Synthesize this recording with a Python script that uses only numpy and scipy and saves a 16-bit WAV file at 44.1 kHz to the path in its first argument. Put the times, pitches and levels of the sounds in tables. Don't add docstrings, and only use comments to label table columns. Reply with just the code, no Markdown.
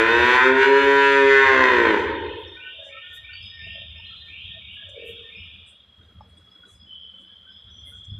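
import sys
import numpy as np
from scipy import signal
from scipy.fft import rfft, irfft, next_fast_len
from scipy.io import wavfile
from scipy.ndimage import uniform_filter1d

SR = 44100
rng = np.random.default_rng(int(sys.argv[2]) if len(sys.argv) > 2 else 0)


def generate_wav(signal):
    frames = np.transpose(np.atleast_2d(signal))
    scaled = np.clip(frames, -1, 1) * 32767
    pcm = np.round(scaled).astype(np.int16)
    wavfile.write(sys.argv[1], SR, pcm)


N = 361179
LEAD = SR
TIME = (np.arange(N + LEAD) - LEAD) / SR


def from_db(db):
    return 10 ** (np.asarray(db) / 20)


def rms_one(x):
    return x / np.sqrt(np.mean(x ** 2) + 1e-20)


def in_time(rows):
    s, *columns = np.transpose(rows)
    return [np.interp(TIME, s, c) for c in columns]


def at_hz(points, hz):
    point_hz, values = np.array(points).T
    return np.interp(np.log(np.maximum(hz, 1)), np.log(point_hz), values)


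def drift(rate):
    r = np.exp(-2 * np.pi * rate / SR)
    return rms_one(signal.lfilter([1], [1, -2 * r, r * r], rng.standard_normal(len(TIME))))


def coloured(spectrum):
    size = next_fast_len(len(TIME))
    hz = np.arange(size // 2 + 1) * SR / size
    shaped = rfft(rng.standard_normal(size)) * from_db(at_hz(spectrum, hz))
    return rms_one(irfft(shaped, size)[:len(TIME)])


def glides(rows, bend, edge):
    out = np.zeros(len(TIME))
    for s, length, from_hz, to_hz, level_db in rows:
        i = LEAD + round(s * SR)
        share = np.linspace(0, 1, round(length * SR))
        pitch = from_hz + (to_hz - from_hz) * share ** bend
        tone = np.sin(2 * np.pi * np.cumsum(pitch) / SR)
        tone *= np.sqrt(2) * from_db(level_db) * signal.windows.tukey(len(share), np.clip(edge, 0, 1))
        out[i:i + len(tone)] += tone[:max(len(out) - i, 0)]
    return out


# (frequency [Hz], decay time by 60 dB [s])
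SHED_DECAY = [(200, 1), (400, 1.264), (600, 1.3), (900, 1.2), (1300, 1), (2000, 1.28), (2700, 1.1),
              (3500, 2.2), (5000, 0.52), (8000, 0.95)]


def shed(x, direct_db, wet_db, dull_db=0):
    t, tail = np.arange(2 * SR) / SR, 0
    for low in 90 * 2. ** np.arange(0, 7.6, .5):
        edges = [low, min(np.sqrt(2) * low, .45 * SR)]
        band = signal.butter(2, edges, "band", fs=SR, output="sos")
        loss_db = dull_db * max(np.log2(low / 1000), 0)
        decay = from_db(-60 * t / at_hz(SHED_DECAY, 1.08 * low) - loss_db)
        tail = tail + signal.sosfilt(band, rng.standard_normal(len(t))) * decay
    tail *= np.clip((t - .008) / 0.017, 0, 1)
    tail *= from_db(wet_db) / np.sqrt(np.sum(tail ** 2))
    tail[0] += from_db(direct_db)
    return signal.fftconvolve(x, tail)[:len(x)]


# (frequency [Hz], relative density [dB per Hz])
AIR_SPECTRUM = [(90, -41.5), (150, -18), (200, -8), (340, -9.5), (580, -8.5), (820, -14), (1310, -9),
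                (2400, -15), (3800, -13), (4500, -24.5), (5000, -22), (5600, -31), (9000, -35),
                (15500, -42.5)]
AIR_DB = -55.5


def shed_air():
    return from_db(AIR_DB + .6 * drift(2.3)) * coloured(AIR_SPECTRUM)


HUM_HZ, HUM_DB = 191, -71


def hum():
    phase = 2 * np.pi * np.cumsum(HUM_HZ + 7 * drift(3.6)) / SR
    return np.sqrt(2) * from_db(HUM_DB + 1.9 * drift(5)) * np.sin(phase)


# (time [s], level [dB])
RUMBLE_LEVEL = [(0, -32), (.7, -39.5), (1.2, -38.5), (2.0, -32), (2.3, -44.5), (2.5, -64), (3.1, -60),
                (3.9, -51.5), (4.8, -59), (5.8, -64.5), (7.5, -66), (8.19, -47)]
# (frequency [Hz], relative density [dB per Hz])
RUMBLE_SPECTRUM = [(12, -52.5), (20, -27.5), (32, -24.5), (59, -3.5), (82, 5), (140, -14.5), (195, -10.5),
                   (300, -38.5), (390, -68), (660, -120)]
# (end of the rise [s], nominal peak level [dB])
AIR_PUFFS = [(2.438, -40), (3.198, -41), (3.407, -40), (3.623, -33.5), (3.79, -49), (3.957, -42),
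             (4.208, -75), (4.453, -33.5), (4.622, -53), (4.762, -46), (5.089, -39), (5.38, -33.5),
             (5.985, -43), (6.158, -35), (6.292, -53.5), (6.72, -40), (7.65, -40.5), (7.837, -38)]
PUFF_RISE_S, PUFF_T60_S = 0.016, 0.79
PUFF_CREST_DB = 12.5


def rumble():
    level = from_db(in_time(RUMBLE_LEVEL)[0] + 1.4 * drift(5))
    for s, peak_db in AIR_PUFFS:
        after = np.maximum(TIME - s + PUFF_RISE_S, 0)
        decay = from_db(peak_db - PUFF_CREST_DB - 60 * after / PUFF_T60_S)
        level = level + decay * np.clip(after / PUFF_RISE_S, 0, 1)
    return level * coloured(RUMBLE_SPECTRUM)


# (time [s], length [s], centre frequency [Hz], width [octaves], rms level before the fade window [dB])
CLEAR_RUSTLES = [(2.798, 0.14, 5840, 0.92, -65), (3.118, .08, 10430, 1.3, -57.5),
                 (4.88, 0.034, 6890, 0.75, -63.5), (5.029, .12, 9910, .92, -62.5),
                 (5.648, .092, 8480, 0.26, -62), (6.36, 0.04, 8420, .18, -67.5),
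                 (6.634, .17, 7750, .68, -65), (7.832, .12, 9960, 0.36, -60.5),
                 (8.036, .033, 6496, 0.55, -62.5)]
FAINT_RUSTLES_PER_S, FAINT_RUSTLE_DB = 4, -76


def rustles():
    out = np.zeros(len(TIME))
    starts = MOO_END_S + np.cumsum(rng.exponential(1, 40)) / FAINT_RUSTLES_PER_S
    draw = rng.standard_normal((40, 3))
    small = [(s, 0.11 * np.exp(.4 * a), 8000 * np.exp(0.19 * b), .6, FAINT_RUSTLE_DB + 2.5 * c)
             for s, (a, b, c) in zip(starts, draw) if s < N / SR - .2]
    for s, length, hz, width, level_db in list(CLEAR_RUSTLES) + small:
        i, size = LEAD + round(s * SR), min(round(length * SR), SR // 5)
        edges = [hz / 2 ** (width / 2), min(hz * 2 ** (width / 2), .45 * SR)]
        band = signal.butter(2, edges, "band", fs=SR, output="sos")
        grains = rng.standard_normal(8820) * from_db(2.5 * rng.standard_normal(8820))
        burst = rms_one(signal.sosfilt(band, grains[:size]))
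        out[i:i + size] += from_db(level_db) * burst * np.hanning(size)
    return out


# (time [s], reference level [dB])
KNOCK_TIMES = [(6.206, -32.5)]
# (frequency [Hz], level against the reference, before decay [dB], decay time by 60 dB [s])
TROUGH_MODES = [(620, -8.5, 0.035), (855, -2.5, 0.0553), (1167, -5.5, 0.025)]


def knock():
    t, out = np.arange(SR // 5) / SR, np.zeros(len(TIME))
    onset = np.clip(t / 0.0038, 0, 1)
    for s, peak_db in KNOCK_TIMES:
        i = LEAD + round(s * SR)
        for hz, level_db, t60 in TROUGH_MODES:
            decay = from_db(peak_db + level_db - 60 * t / t60)
            out[i:i + len(t)] += decay * np.sin(2 * np.pi * hz * t) * onset
    return out


# (time [s], length [s], start pitch [Hz], level [dB])
FAR_PARTIALS = [(2.72, 0.2, 655, -50), (2.74, 0.28, 575, -50), (2.71, .07, 510, -55), (2.84, .09, 850, -60),
                (3.09, .09, 460, -62), (3.17, .08, 660, -60), (3.7, .18, 580, -60), (3.58, 0.33, 680, -58),
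                (3.56, 0.14, 430, -58), (4.529, 0.07, 655, -55), (4.797, .05, 652, -57.5),
                (4.853, 0.2, 574, -50.5), (4.992, 0.102, 602, -52.5), (4.951, 0.18, 474, -42.5),
                (5.125, 0.1, 463, -50.5), (8.058, 0.29, 101.56, -38.5), (8.075, 0.17, 205, -62)]
FAR_SAG_PER_S = .17


def far_calves():
    rows = [(s, length, hz, hz * (1 - FAR_SAG_PER_S * length), level_db)
            for s, length, hz, level_db in FAR_PARTIALS]
    return glides(rows, bend=.71, edge=.45)


# (time [s], length [s], pitch [Hz], level [dB])
CLEAR_PIPS = [(2.545, 0.17, 1493, -46), (2.801, 0.1, 1653, -50.5), (2.845, .07, 1954, -58),
              (2.912, 0.1, 1315, -49.5), (3.002, 0.2, 1448, -54.5), (3.23, .14, 1481, -53.5),
              (3.98, .05, 910, -61.5), (5.8, .1, 3905, -71), (5.789, .05, 3555, -66),
              (5.994, 0.083, 3718, -67.5), (6.198, .045, 5220, -72.5), (6.275, 0.071, 4196, -70),
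              (6.506, .06, 3960, -69.5), (7.282, .07, 4297, -75.5), (7.48, .3, 3690, -68),
              (7.68, .09, 5160, -76.5), (8.077, 0.07, 5057, -71), (3.32, .08, 4567, -54),
              (3.395, 0.14, 5023, -54.5), (3.446, 0.22, 5155, -62.5), (3.585, .2, 4970, -61.5),
              (2.465, 0.035, 5470, -64.5), (3.169, 0.12, 5090, -78.5), (3.955, .1, 5130, -69),
              (5.347, 0.11, 5113, -67), (4.035, .23, 4042, -55.5), (4.091, .07, 1362, -57),
              (4.757, 0.1, 1675, -53.5), (5.982, 0.056, 1236, -65.5), (6.623, 0.036, 1470, -57),
              (6.639, .074, 3930, -66.5), (6.738, 0.12, 5040, -68), (7.277, 0.053, 1660, -64),
              (7.238, 0.13, 5005, -75.5), (7.469, 0.16, 5027, -73.5), (7.496, .13, 5150, -71.5),
              (6.49, 0.05, 5100, -65.5), (7.46, 0.057, 1537, -56.5), (7.693, 0.15, 5920, -66),
              (7.851, 0.078, 2080, -62.5), (7.908, 0.067, 1447, -57.5), (8.075, 0.15, 3420, -52.5)]
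PIP_BEND = 0.0069
PIP_FLUTTER_HZ = 70
FAINT_PIPS_PER_S, FAINT_PIP_HZ, FAINT_PIP_DB, FAINT_PIP_S = 1, (4100, 5150), -80, .07


def pips():
    slides = PIP_BEND * rng.standard_normal(len(CLEAR_PIPS))
    rows = [(s, length, hz * (1 - slide), hz * (1 + slide), level_db)
            for (s, length, hz, level_db), slide in zip(CLEAR_PIPS, slides)]
    starts = MOO_END_S + np.cumsum(rng.exponential(1, 60)) / FAINT_PIPS_PER_S
    draw = rng.standard_normal((60, 3))
    for k, s in enumerate(starts[starts < N / SR]):
        hz = FAINT_PIP_HZ[k % 2] * (1 + 0.042 * draw[k, 0])
        length = FAINT_PIP_S * np.exp(0.13 * draw[k, 1])
        rows.append((s, length, hz, .99 * hz, FAINT_PIP_DB + 3 * draw[k, 2]))
    return glides(rows, bend=0.52, edge=0.47) * (1 + .6 * drift(PIP_FLUTTER_HZ))


# (time [s], level [dB])
THIN_LEVEL = [(5.2, -93.5), (5.6, -61), (6.05, -55.5), (6.25, -61), (6.63, -52.5), (6.75, -59.5),
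              (6.9, -51.5), (7.2, -65.5), (8.19, -62)]
THIN_HZ, THIN_WIDTH_HZ, THIN_WANDER_HZ = 3283, 90, 35


def thin_band():
    phase = 2 * np.pi * np.cumsum(THIN_HZ + THIN_WANDER_HZ * drift(1.4)) / SR
    lowpass = signal.butter(4, THIN_WIDTH_HZ / 2, fs=SR, output="sos")
    smear = signal.sosfilt(lowpass, rng.standard_normal((2, len(TIME))))
    band = smear[0] * np.sin(phase) + smear[1] * np.cos(phase)
    return from_db(in_time(THIN_LEVEL)[0]) * rms_one(band)


# (middle [s], length [s], level at the peak [dB])
WHINE_SWELLS = [(2.522, 0.59, -49.5), (3.123, 0.66, -48), (3.646, 0.34, -46), (4.031, 0.28, -60),
                (4.292, .22, -55), (4.538, 0.15, -56), (4.832, 0.12, -58), (5.042, .2, -59.5),
                (5.278, 0.11, -53)]
WHINE_HZ = 1820
OCTAVE_DB, OCTAVE_SWELL_DB = -52.5, 4
OCTAVE_EVERY_S, OCTAVE_LATE_S = .345, 0.33
OCTAVE_SPAN_S = (1.5, 5.5)


def whine():
    low = 0
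    for s, length, peak_db in WHINE_SWELLS:
        low = low + from_db(peak_db) * np.cos(np.pi * np.clip((TIME - s) / length, -.5, .5))
    beat = np.cos(2 * np.pi * (TIME - RISING_WHISTLES[0][0] - OCTAVE_LATE_S) / OCTAVE_EVERY_S)
    sounding = (TIME > OCTAVE_SPAN_S[0]) * (TIME < OCTAVE_SPAN_S[1])
    high = from_db(OCTAVE_DB + OCTAVE_SWELL_DB * beat) * sounding
    phase = 2 * np.pi * np.cumsum(WHINE_HZ + 16 * drift(20)) / SR
    return np.sqrt(2) * (low * np.sin(phase) + high * np.sin(2 * phase))


# (time [s], centre pitch [Hz], reference level of the cheeps [dB])
FLOCK_COURSE = [(6.8, 3190, -75), (6.9, 3120, -41), (6.96, 3130, -53.5), (7.15, 3375, -54),
                (7.28, 3120, -53), (7.4, 3330, -53.5), (7.53, 3284, -52), (7.78, 3300, -50.5),
                (8.19, 3330, -55)]
LOW_START_DB = -9.5


def flock(per_s=60, spread_hz=90):
    centre, level_db = in_time(FLOCK_COURSE)
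    draw = rng.standard_normal((400, 2))
    starts = FLOCK_COURSE[0][0] + np.cumsum(rng.exponential(1, 400)) / per_s
    rows = []
    for k, s in enumerate(starts[starts < N / SR - .01]):
        i = LEAD + round(s * SR)
        hz = centre[i] + spread_hz * np.clip(draw[k, 0], -1.5, 1.5)
        chance_db = 4 * draw[k, 1]
        if k % 3:
            rows.append((s, .04, hz - 60, hz + 60, level_db[i] - 4 + chance_db))
        else:
            rows.append((s, .06, hz - 130, hz + 180, level_db[i] + LOW_START_DB + chance_db))
    return glides(rows, bend=0.94, edge=0.49)


# (time [s], start pitch [Hz], level before roughening and filters [dB])
RISING_WHISTLES = [(1.84, 2068, -41.5), (2.185, 2027, -42), (2.539, 2117, -40.5), (2.875, 2045, -40.5),
                   (3.225, 2164, -39.5), (3.564, 2051, -40), (3.903, 2096, -42), (4.262, 2127, -40.5),
                   (4.6, 2120, -41), (4.939, 2114, -41), (5.289, 2097, -43)]
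WHISTLE_S, WHISTLE_TO_HZ, WHISTLE_WEAK_BELOW_HZ = .25, 3950, 2200


def whistles():
    rows = [(s, WHISTLE_S, hz, WHISTLE_TO_HZ, level_db) for s, hz, level_db in RISING_WHISTLES]
    hoarse = glides(rows, bend=.95, edge=.22) * (.7 + .6 * drift(120)) * from_db(1.8 * drift(30))
    hoarse = signal.sosfilt(signal.butter(4, WHISTLE_WEAK_BELOW_HZ, "high", fs=SR, output="sos"), hoarse)
    hoarse = 1.9 * signal.sosfilt(signal.butter(1, 1800, fs=SR, output="sos"), hoarse)
    return signal.sosfilt(signal.cheby2(6, 14, 3800, fs=SR, output="sos"), hoarse)


# (time [s], then the level of each of four resonance groups from low to high [dB])
MOO_LEVELS = [(-.4, -48, -54.5, -45.5, -61), (-.15, -25, -37, -23, -29), (0.0, -20, -24, -18.5, -23.5),
              (0.04, -21.5, -28, -20.5, -28.5), (0.36, -24.5, -19, -17.5, -22),
              (0.38, -33.5, -19, -15.5, -25), (0.47, -15, -26, -15, -24), (0.54, -16, -26.5, -26.5, -34),
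              (0.63, -20.5, -25, -14, -22), (0.66, -21.5, -19, -20, -25), (0.7, -14, -24, -22, -28),
              (0.76, -17, -20.5, -18, -25.5), (0.86, -14, -22, -21, -26.5), (1.06, -19, -19, -16, -24.5),
              (1.25, -14, -26, -19.5, -26.5), (1.33, -24, -20.5, -12.5, -24), (1.58, -19, -20, -18, -28.5),
              (1.63, -22.5, -19.5, -17.5, -27.5), (1.85, -21, -29, -22.5, -29.5),
              (2.0, -24.5, -26.5, -29.5, -35.5), (2.1, -27, -34, -35, -40.5)]
# (time [s], pitch [Hz])
FOLD_PITCH = [(-.4, 92), (-.15, 103.5), (0, 111), (.17, 119), (.32, 124.8), (.41, 128.1), (.51, 131.4),
              (.61, 134.9), (.7, 137.6), (.8, 138.9), (.91, 139.3), (1.06, 138.8), (1.24, 137.4),
              (1.4, 135.5), (1.54, 132.3), (1.63, 128.6), (1.77, 120.6), (1.87, 112.5), (2.0, 97),
              (2.1, 86)]
# (time [s], roughness [0-1], strong-weak alternation of pulses [0-1])
FOLD_ROUGHNESS = [(0, .03, 0), (.6, .02, 0), (.65, .3, .3), (.69, .015, 0), (1.3, .02, 0), (1.5, .04, .05),
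                  (1.6, .2, .35), (1.9, .3, .3), (2.1, .6, .3)]
# (time [s], resonances as a share of their tabled pitch [1], sharpness of the resonances [1])
MOUTH_SHAPE = [(-.4, 0.69, 0.8), (0, 1, 0.86), (.3, 1.0, 0.79), (.6, 0.98, 1.0), (1.2, 1.002, 1.0),
               (1.6, 1.062, 0.69), (1.85, .99, 1), (2.1, 0.88, 0.62)]
# (frequency [Hz], gain at full sharpness [dB])
THROAT_FILTER = [(140, -36), (270, -5.5), (410, 7.5), (560, -8.5), (720, -18), (840, -12), (970, 7),
                 (1200, -16), (1520, -1.5), (1680, -6), (1830, -1.5), (2150, -14.5), (2400, -6),
                 (2800, -17.5), (3050, -19), (3300, -19.5), (3500, -23.5), (3630, -12), (3780, -29.5),
                 (3950, -34.5), (4150, -25.5), (4400, -48.5), (4600, -30.5), (4900, -50.5), (6500, -45)]
# (frequency [Hz], relative density [dB per Hz])
BREATH_SPECTRUM = [(300, -20), (900, -9), (1600, -3.5), (2500, -10.5), (3600, -20.5), (4300, -13.5),
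                   (5000, -17), (6200, -16.5), (8200, -24), (8800, -30.5), (11000, -30.5), (12500, -37.5),
                   (14000, -31.5), (15500, -34)]
GROUP_EDGES_HZ = [720, 1220, 2170]
STILL_ABOVE_HZ = 3400
MOO_END_S, BREATH_END_S = 2.003, 2.146
BREATH_DB = -15
SPREAD_RAD = .22
WAVER_DB = .17


def moo():
    levels_db = in_time(MOO_LEVELS)
    pitch = uniform_filter1d(in_time(FOLD_PITCH)[0], size=SR // 20)
    rough, uneven = in_time(FOLD_ROUGHNESS)
    mouth, sharp = in_time(MOUTH_SHAPE)
    phase = 2 * np.pi * np.cumsum(pitch * (1 + .03 * rough * drift(40))) / SR
    used = TIME < MOO_END_S
    groups = np.zeros((4, used.sum()))
    wavers = [drift(3)[used] for _ in range(9)]
    lags = SPREAD_RAD * rng.standard_normal(52)
    at = np.arange(used.sum())
    for k in range(1, 52):
        hz = k * pitch[used]
        throat_hz = np.where(hz < STILL_ABOVE_HZ, hz / mouth[used], hz)
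        gain_db = sharp[used] * at_hz(THROAT_FILTER, throat_hz) + WAVER_DB * min(k, 20) * wavers[k % 9]
        lag = np.sqrt(k) * (lags[k] + .12 * wavers[(k + 5) % 9])
        harmonic = from_db(gain_db) * np.cos(k * phase[used] + lag)
        groups[np.searchsorted(GROUP_EDGES_HZ, hz), at] += harmonic
    groups /= np.sqrt(uniform_filter1d(groups ** 2, size=4500, axis=1) + 1e-9)
    voice = np.zeros(len(TIME))
    voice[used] = np.sum(from_db(levels_db)[:, used] * groups, axis=0)
    voice *= from_db(5 * rough * drift(60)) * (1 + uneven * np.cos(phase / 2))
    breath = from_db(BREATH_DB + levels_db[-1]) * coloured(BREATH_SPECTRUM) * (1 + .35 * np.cos(phase))
    voice *= np.clip((MOO_END_S - TIME) / 0.067, 0, 1)
    return voice + breath * np.clip((BREATH_END_S - TIME) / .15, 0, 1)


def scene():
    air, low_air, low_tone = shed_air(), rumble(), hum()
    far = shed(far_calves() * (1 + .7 * drift(60)), direct_db=-2, wet_db=-14)
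    faint = shed((pips() + whine()) * (1 + 0.3 * drift(30)), direct_db=-0.5, wet_db=-9)
    birds = shed(whistles() + flock(per_s=70, spread_hz=110), direct_db=-6, wet_db=-.5)
    calf = shed(moo(), direct_db=8.0, wet_db=-2.5, dull_db=2.5)
    mono = air + low_air + low_tone + rustles() + knock() + far + faint + thin_band() + birds + calf
    return np.array([mono, mono])[:, LEAD:]


def gain_control(x, knee_db=-26, share=0.43, release_db_s=45):
    level_db = 10 * np.log10(uniform_filter1d(x ** 2, size=1500) + 1e-12)
    ramp = release_db_s * np.arange(N) / SR
    held_db = np.maximum.accumulate(level_db + ramp) - ramp
    excess_db = uniform_filter1d(np.maximum(held_db - knee_db, 0), size=1500)
    return x * from_db(-share * excess_db)


def suppress(x, margin_db=5, depth_db=-10, memory_db=-15):
    cells = signal.stft(x, nperseg=1024, noverlap=768)[2]
    power = uniform_filter1d(np.abs(cells) ** 2, size=3, axis=0)
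    power = signal.lfilter([.3], [1, -.7], power, axis=1)
    background = signal.medfilt(np.percentile(power, 25, axis=1), kernel_size=61)[:, None]
    past = signal.lfilter([.016], [1, -.984], uniform_filter1d(power, size=25, axis=0), axis=1)
    floor = from_db(2 * margin_db) * background + from_db(2 * memory_db) * past
    gain = 1 - floor ** 1.537 / (power + 1e-20) ** 1.48
    gain[:4] = 1
    return signal.istft(cells * np.maximum(gain, from_db(depth_db)), nperseg=1024, noverlap=768)[1][:N]


SIDE_FROM_HZ, SIDE_DB, CUTOFF_HZ = 3290, -3, 15800


def record(dry):
    mid = suppress(gain_control(dry.mean(axis=0)))
    mid = mid / (1 + (mid / .95) ** 4) ** .25
    scatter = rng.standard_normal(6000) * np.exp(-np.arange(6000) / 1500)
    side = signal.fftconvolve(mid, scatter / np.sqrt(np.sum(scatter ** 2)))[:N]
    treble = signal.cheby2(12, 90, SIDE_FROM_HZ, "high", fs=SR, output="sos")
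    side = from_db(SIDE_DB) * signal.sosfilt(treble, side)
    top_cut = signal.cheby2(22, 70, CUTOFF_HZ, fs=SR, output="sos")
    return signal.sosfilt(top_cut, [mid + side, mid - side])


dry = scene()
out = record(dry)
generate_wav(out)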